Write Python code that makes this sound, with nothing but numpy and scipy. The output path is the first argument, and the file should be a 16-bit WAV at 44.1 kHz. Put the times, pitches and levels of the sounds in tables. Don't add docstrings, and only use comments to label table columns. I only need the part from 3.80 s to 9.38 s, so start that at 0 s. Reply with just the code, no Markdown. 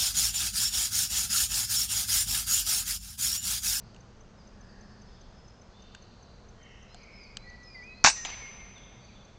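import sys
import numpy as np
from scipy import signal
from scipy.fft import rfft, irfft
from scipy.io import wavfile
from scipy.ndimage import uniform_filter1d

SR = 44100
rng = np.random.default_rng(int(sys.argv[2]) if len(sys.argv) > 2 else 0)


def inscribe(sig):
    pcm = np.round(np.clip(np.atleast_2d(sig).T, -1, 1) * 32767)
    wavfile.write(sys.argv[1], SR, pcm.astype(np.int16))


N = 246078


# f/Hz, level/dB
WOOD_COLOUR = [(12, -34), (20, 2.5), (66, -2), (92, -7), (124, -3.5), (148, -12), (201, -5), (280, -17),
               (442, -14.5), (1490, -23), (1740, -27), (2240, -30.5), (5050, -34.5), (6350, -32),
               (8610, -53), (11200, -82.5), (18900, -120)]
# t/s, length/s, f/Hz, level/dB
DRONES = [(-.1, .45, 122, -57.5), (0.352, 1.1, 207, -60)]
# t/s, length/s, centre f/Hz, level/dB
TWITTER_RUNS = [(-.02, 0.069, 4560, -61.5), (0.597, 1, 4530, -72), (.65, .43, 1730, -64.5),
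                (1.199, 0.264, 3490, -70), (1.718, 0.92, 4330, -67), (1.93, 0.19, 2890, -66),
                (2.76, 0.11, 2000, -57), (2.778, .2, 2840, -60), (2.84, 0.085, 5640, -67),
                (3.099, 0.37, 2304, -56.5), (4.5, 0.3, 2346, -57.5), (4.95, 0.096, 3479, -58.5),
                (5.171, 0.17, 4160, -67), (5.3, 0.089, 3420, -66.5)]
# t/s, length/s, level/dB
FALLING_NOTES = [(.57, .062, -66), (.799, .13, -70), (1.019, .13, -72), (1.256, .12, -69), (3.06, .19, -68),
                 (3.315, .18, -57), (3.825, .19, -55), (4.405, .13, -54)]
# t/s, length/s, level/dB
RISING_NOTES = [(3.08, .13, -63.5), (3.575, .16, -61), (4.09, .19, -60.5)]
# t/s, length/s, held f/Hz, start offset/Hz, level/dB
HELD_NOTES = [(1.53, 0.18, 5140, 140, -69), (1.93, 0.108, 3600, -200, -63.5),
              (2.781, 0.103, 3080, 102.5, -63.5), (3.637, .14, 1960, 2, -50.5), (3.87, .09, 2410, 101, -60),
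              (3.945, 0.099, 1954, 203.5, -46.5), (4.02, 0.13, 2540, -400, -48),
              (4.15, 0.097, 2545, 5.5, -60.5), (4.355, 0.1004, 1847, 129.5, -47),
              (4.51, 0.0374, 2235, -170, -44.5), (4.61, 0.1035, 2125, 128.5, -45.5),
              (4.76, 0.086, 2135, 0, -52), (4.95, 0.049, 3250, 746, -56.5),
              (5.19, 0.098, 4610, -100, -68.5), (5.28, 0.033, 1994, 898.5, -61), (5.33, .09, 3466, 0, -68)]
# t/s, level/dB, tilt/(dB per octave)
HANDLING_CLICKS = [(.146, -52, -1), (.163, -51, -1), (2.1486, -36, -3.5), (3.1455, -45.5, 0),
                   (3.5701, -30, -2.5), (4.981, -52, -1)]
# f/Hz, level/dB
HANDLING_COLOUR = [(200, -37), (900, -16), (1600, -0.5), (2200, -17), (2850, 8), (3400, -1.5), (4600, 3),
                   (5300, -8.5), (6100, 1.5), (7000, -4), (7900, -3), (8800, -28)]
# f/Hz, level/dB
PUFF_COLOUR = [(100, -15.5), (450, -18), (850, -9.5), (1500, -6), (2600, -2), (2950, -4), (3200, -16.5),
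               (3500, -5.5), (4800, -4), (5400, 0.5), (6300, 0.5), (7200, -3), (8000, -15.5), (8800, -32)]
# t/s, level/dB, tilt/(dB per octave)
STEEL_TICKS = [(4.2414, -11.5, -5), (4.2447, -28.5, 2)]
# f/Hz, level/dB
STEEL_TICK_COLOUR = [(200, -34), (1400, -14), (3200, -24.5), (4600, -7.5), (5900, 3), (6700, -3.5),
                     (7500, -11), (8200, -16.5), (8800, -34)]
# t/s, level/dB, tilt/(dB per octave)
ACTION_BLOWS = [(4.2461, -6.5, 0), (4.2477, -7.5, 1), (4.2514, -13, -1.5), (4.2608, -12.5, -3.5),
                (4.2721, -12.5, -7.5), (4.2793, -19.5, 3), (4.2835, -16.5, -5.5)]
# f/Hz, level/dB
ACTION_COLOUR = [(110, -29.5), (190, -22), (300, -26.5), (480, -31), (800, -3.5), (1150, -7), (1600, 0.5),
                 (2100, -11), (2650, -11), (3200, -23.5), (3550, -7.5), (6000, -13.5), (7300, -17),
                 (8700, -41)]
# f/Hz, relative level/dB, t60 before stretching/s
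BODY_TONES = [(703, -7, .08), (803, -5, .09), (889, -1, .1), (1508, -3, .08), (1614, 0, .09),
              (1840, -6, .09), (2240, -8, .11), (2480, -7, .1), (2643, -2, .12), (3550, -11, .12),
              (3994, -9, .14), (4425, -9, .17), (4648, -9, .15), (5219, -2, .14), (5284, -4, .12),
              (5592, -4, .11), (5628, -6, .12), (5848, -3, .11), (6142, -4, .13), (6222, -4, .13),
              (6911, -8, .12), (7158, -8, .13)]
# f/Hz, level/dB, t60/s
SHOT_TONES = [(173.3, -30, 0.051), (262.3, -27, 0.054), (620, -23, .04), (1730, -8.5, .018),
              (2400, -10, 0.022)]
# f/Hz, level/dB, t60/s
SPRING_TONES = [(4922, -51, .7), (5163, -52, .55), (5718, -32, .51), (6089, -34.5, 2.0), (6659, -50, .6),
                (7050, -54, 1.1), (7381, -47, 1.05), (8156, -54, .36), (8600, -66, 1.0)]
# f/Hz, level/dB
TREE_COLOUR = [(100, 7.5), (350, -7), (800, 1), (1500, -2.5), (2400, 5), (3300, 0.5), (5500, -0.5),
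               (6800, -18), (8500, -50.5)]
# t/s, level/dB, tilt/(dB per octave)
TWIG_STRIKES = [(4.4499, -23.5, 0.5), (4.4535, -30, -3.5), (4.4565, -31, -1.5), (4.4596, -31, 2),
                (4.5028, -34, -2)]
# f/Hz, level/dB
TWIG_COLOUR = [(100, -14), (400, -15.5), (800, -3.5), (1500, -8), (2600, 1.5), (4000, -3), (5500, -21.5),
               (6900, 4), (8700, -33)]

SHOT_S, TOP_HZ = ACTION_BLOWS[0][0], 8800


def undb(db):
    return 10 ** (np.asarray(db) / 20)


def unit(x):
    return x / np.sqrt(np.mean(x ** 2))


def add(track, s, sound):
    start = int(round(s * SR))
    sound, start = sound[max(-start, 0):], max(start, 0)
    track[start:start + len(sound)] += sound[:len(track) - start]


def fade(t, t60):
    return np.exp(-np.log(1000) * t / t60)


def colour(x, points, tilt_db=0, size=2048):
    octave = np.log2(np.maximum(np.fft.rfftfreq(size, 1 / SR), 1))
    hz, db = np.transpose(points)
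    tilt = tilt_db * np.clip(octave, np.log2(800), np.log2(TOP_HZ))
    gain = undb(np.interp(octave, np.log2(hz), db) + tilt)
    cepstrum = irfft(np.log(gain))
    cepstrum[1:size // 2] *= 2
    cepstrum[size // 2 + 1:] = 0
    response = irfft(np.exp(rfft(cepstrum)))
    return signal.fftconvolve(x, response / np.linalg.norm(response))[:len(x)]


def wander(rate):
    hold = int(SR / rate)
    steps = np.repeat(rng.standard_normal(N // hold + 1), hold)
    return 1.3 * uniform_filter1d(uniform_filter1d(steps, hold), hold)[:N]


def ring(tones):
    t = np.arange(2 * SR) / SR
    return sum(undb(db) * fade(t, t60) * np.sin(2 * np.pi * hz * t) for hz, db, t60 in tones)


def hits(rows, points, t60, snap):
    out, t = np.zeros(N), np.arange(SR // 5) / SR
    for s, db, tilt_db in rows:
        force = rng.standard_normal(len(t)) * fade(t, t60)
        force[0] += snap
        add(out, s, undb(db) * colour(force, points, tilt_db))
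    return out


def still_air(level_db=-52, restless_db=0.3):
    air = unit(colour(rng.standard_normal(N), WOOD_COLOUR, size=16384))
    rumble = signal.sosfiltfilt(signal.butter(2, 300, fs=SR, output="sos"), air)
    hiss = air - rumble
    return undb(level_db) * (hiss + rumble * undb(restless_db * wander(9.5)))


def drones(width_hz=22):
    out = np.zeros(N)
    for s, length, hz, db in DRONES:
        band = signal.iirpeak(hz, hz / width_hz, fs=SR)
        drone = unit(signal.lfilter(*band, rng.standard_normal(N)))
        swell = signal.windows.tukey(int(length * SR), .5)
        add(out, s, undb(db) * swell * drone[-len(swell):])
    return out


def twitters(chirps_per_s=24, uneven=0.25, drop_share=0.27):
    out = np.zeros(N)
    pace = chirps_per_s * np.exp(uneven * wander(27))
    chirp_clock = np.cumsum(pace) / SR % 1
    for s, length, centre_hz, db in TWITTER_RUNS:
        progress = chirp_clock.take(int(s * SR) + np.arange(int(length * SR)), mode="wrap")
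        swell = np.sqrt(np.pi * np.sin(np.pi * progress)) * signal.windows.tukey(len(progress), .5)
        hz = centre_hz * (1 + drop_share * (.5 - progress))
        add(out, s, undb(db) * swell * np.sin(2 * np.pi * np.cumsum(hz) / SR))
    return out


def pips(hz=6180, level_db=-55.5, length_s=.011, gap_s=.2018, late_s=.063, jitter_s=.002):
    out, t = np.zeros(N), np.arange(int(length_s * SR)) / SR
    pip = undb(level_db) * signal.windows.tukey(len(t), .5) * np.sin(2 * np.pi * hz * t)
    for k, s in enumerate(np.arange(0, N / SR, gap_s)):
        is_late = k % 5 == 3
        add(out, s + is_late * late_s + jitter_s * rng.standard_normal(), pip)
    return out


def handling(knock_s=3.1455, knock_hz=715, knock_db=-46, knock_t60=.07):
    out = hits(HANDLING_CLICKS, HANDLING_COLOUR, t60=0.01455, snap=4.2)
    add(out, knock_s, ring([(knock_hz, knock_db, knock_t60)]))
    return out


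def gliding_notes(fall_hz=(5190, 4250), rise_hz=(3970, 4950), fade_db=3, waver=.008):
    for rows, (from_hz, to_hz) in (FALLING_NOTES, fall_hz), (RISING_NOTES, rise_hz):
        for s, length, db in rows:
            progress = np.linspace(0, 1, int(length * SR))
            yield s, from_hz + (to_hz - from_hz) * progress ** 2, db, fade_db, waver


def held_notes(slide_s=0.02194, fade_db=0, waver=0.0061):
    for s, length, held_hz, offset_hz, db in HELD_NOTES:
        t = np.arange(int(length * SR)) / SR
        yield s, held_hz + offset_hz * np.exp(-t / slide_s), db, fade_db, waver


def whistles(flutter_db=2.5, near_db=-50, near_echo_db=-6.5, echo_per_db=.6):
    direct, to_trees = np.zeros(N), np.zeros(N)
    wobble, flutter = wander(120), wander(90)
    for s, pitch_hz, db, fade_db, waver in [*gliding_notes(), *held_notes()]:
        progress = np.linspace(0, 1, len(pitch_hz))
        here = int(s * SR) + np.arange(len(progress))
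        hz = pitch_hz * (1 + waver * wobble.take(here, mode="wrap"))
        arch = np.sqrt(np.abs(np.sin(np.pi * progress)))
        swell = unit(arch * undb(flutter_db * flutter.take(here, mode="wrap") - fade_db * progress))
        note = undb(db) * swell * np.sin(2 * np.pi * np.cumsum(hz) / SR)
        add(direct, s, note)
        add(to_trees, s, undb(near_echo_db + echo_per_db * (near_db - db)) * note)
    return direct, to_trees


def birds(echo_t60=1.77):
    direct, to_trees = whistles()
    t = np.arange(2 * SR) / SR
    trees = rng.standard_normal(len(t)) * fade(t, echo_t60) * (1 - fade(t, 0.046))
    echo = signal.fftconvolve(to_trees + twitters(), trees / np.linalg.norm(trees))
    return direct + echo[:N]


def air_rush(start_s=4.2405, rise_s=.007, empty_s=0.045, puff_db=-14, sag_db_per_s=107, wash_db=-37.5):
    t = np.maximum(np.arange(N) / SR - start_s, 0)
    flow = (1 - np.exp(-t / rise_s)) * undb(2.0 * wander(400))
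    sag = undb(puff_db - sag_db_per_s * np.minimum(t, empty_s))
    release = fade(np.maximum(t - empty_s, 0), t60=0.091)
    puff = colour(flow * sag * release * rng.standard_normal(N), PUFF_COLOUR)
    tail = undb(wash_db) * fade(t, t60=.85)
    wash = colour(flow * tail * rng.standard_normal(N), PUFF_COLOUR, tilt_db=-1.5)
    return puff + wash


def rifle_action(body_db=-18.5, ring_stretch=1.2):
    ticks = hits(STEEL_TICKS, STEEL_TICK_COLOUR, t60=.016, snap=1.2)
    blows = hits(ACTION_BLOWS, ACTION_COLOUR, t60=.022, snap=3.0)
    body, t = np.zeros(N), np.arange(SR // 2) / SR
    ages = [(t + SHOT_S - s, db) for s, db, _ in ACTION_BLOWS]
    for hz, tone_db, t60 in BODY_TONES:
        energy = sum((age >= 0) * (undb(db) * fade(np.abs(age), t60 * ring_stretch)) ** 2
                     for age, db in ages)
        tone = np.sin(2 * np.pi * (hz * t + rng.random()))
        add(body, SHOT_S, undb(body_db + tone_db) * np.sqrt(energy) * tone)
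    add(body, SHOT_S, ring(SHOT_TONES) + ring(SPRING_TONES))
    return ticks + blows + body


def sizzle(start_s=4.2935, band_hz=(7650, 8450), level_db=-31, t60=.12):
    out, t = np.zeros(N), np.arange(SR) / SR
    band = signal.butter(2, band_hz, "band", fs=SR, output="sos")
    hiss = unit(signal.sosfilt(band, rng.standard_normal(SR)))
    add(out, start_s, undb(level_db) * hiss * fade(t, t60))
    return out


def tree_echo(delay_s=0.2, level_db=-44, split_hz=2500, low_t60=2.63, high_t60=0.64):
    t = np.maximum(np.arange(N) / SR - SHOT_S - delay_s, 0)
    scatter = colour(rng.standard_normal(N) * undb(wander(100)), TREE_COLOUR)
    low = signal.sosfilt(signal.butter(2, split_hz, fs=SR, output="sos"), scatter)
    high = signal.sosfilt(signal.butter(2, split_hz, "high", fs=SR, output="sos"), scatter)
    build_up = 1 - fade(t, 0.065)
    return undb(level_db) * build_up * (low * fade(t, low_t60) - high * fade(t, high_t60))


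def pellet(bits=9, fall_s=4.467, gap_s=.0065, bit_db=-40, fade_db_per_s=146.5, bit_tilt_db=-5):
    ages = gap_s * (np.arange(bits) + .25 * rng.standard_normal(bits))
    levels = bit_db - fade_db_per_s * ages + 0.5 * rng.standard_normal(bits)
    patter = [(fall_s + age, db, bit_tilt_db) for age, db in zip(ages, levels)]
    return hits(list(TWIG_STRIKES) + patter, TWIG_COLOUR, t60=0.0083, snap=4.2)


def scene():
    background = still_air() + drones() + pips() + handling() + birds()
    shot = air_rush() + rifle_action() + sizzle() + tree_echo() + pellet()
    return (background + shot)[None]


def record(dry):
    treble_cut = signal.ellip(8, .2, 80, TOP_HZ, fs=SR, output="sos")
    return signal.sosfilt(treble_cut, np.clip(dry, -.97, .97))


dry = scene()
out = record(dry)
inscribe(out)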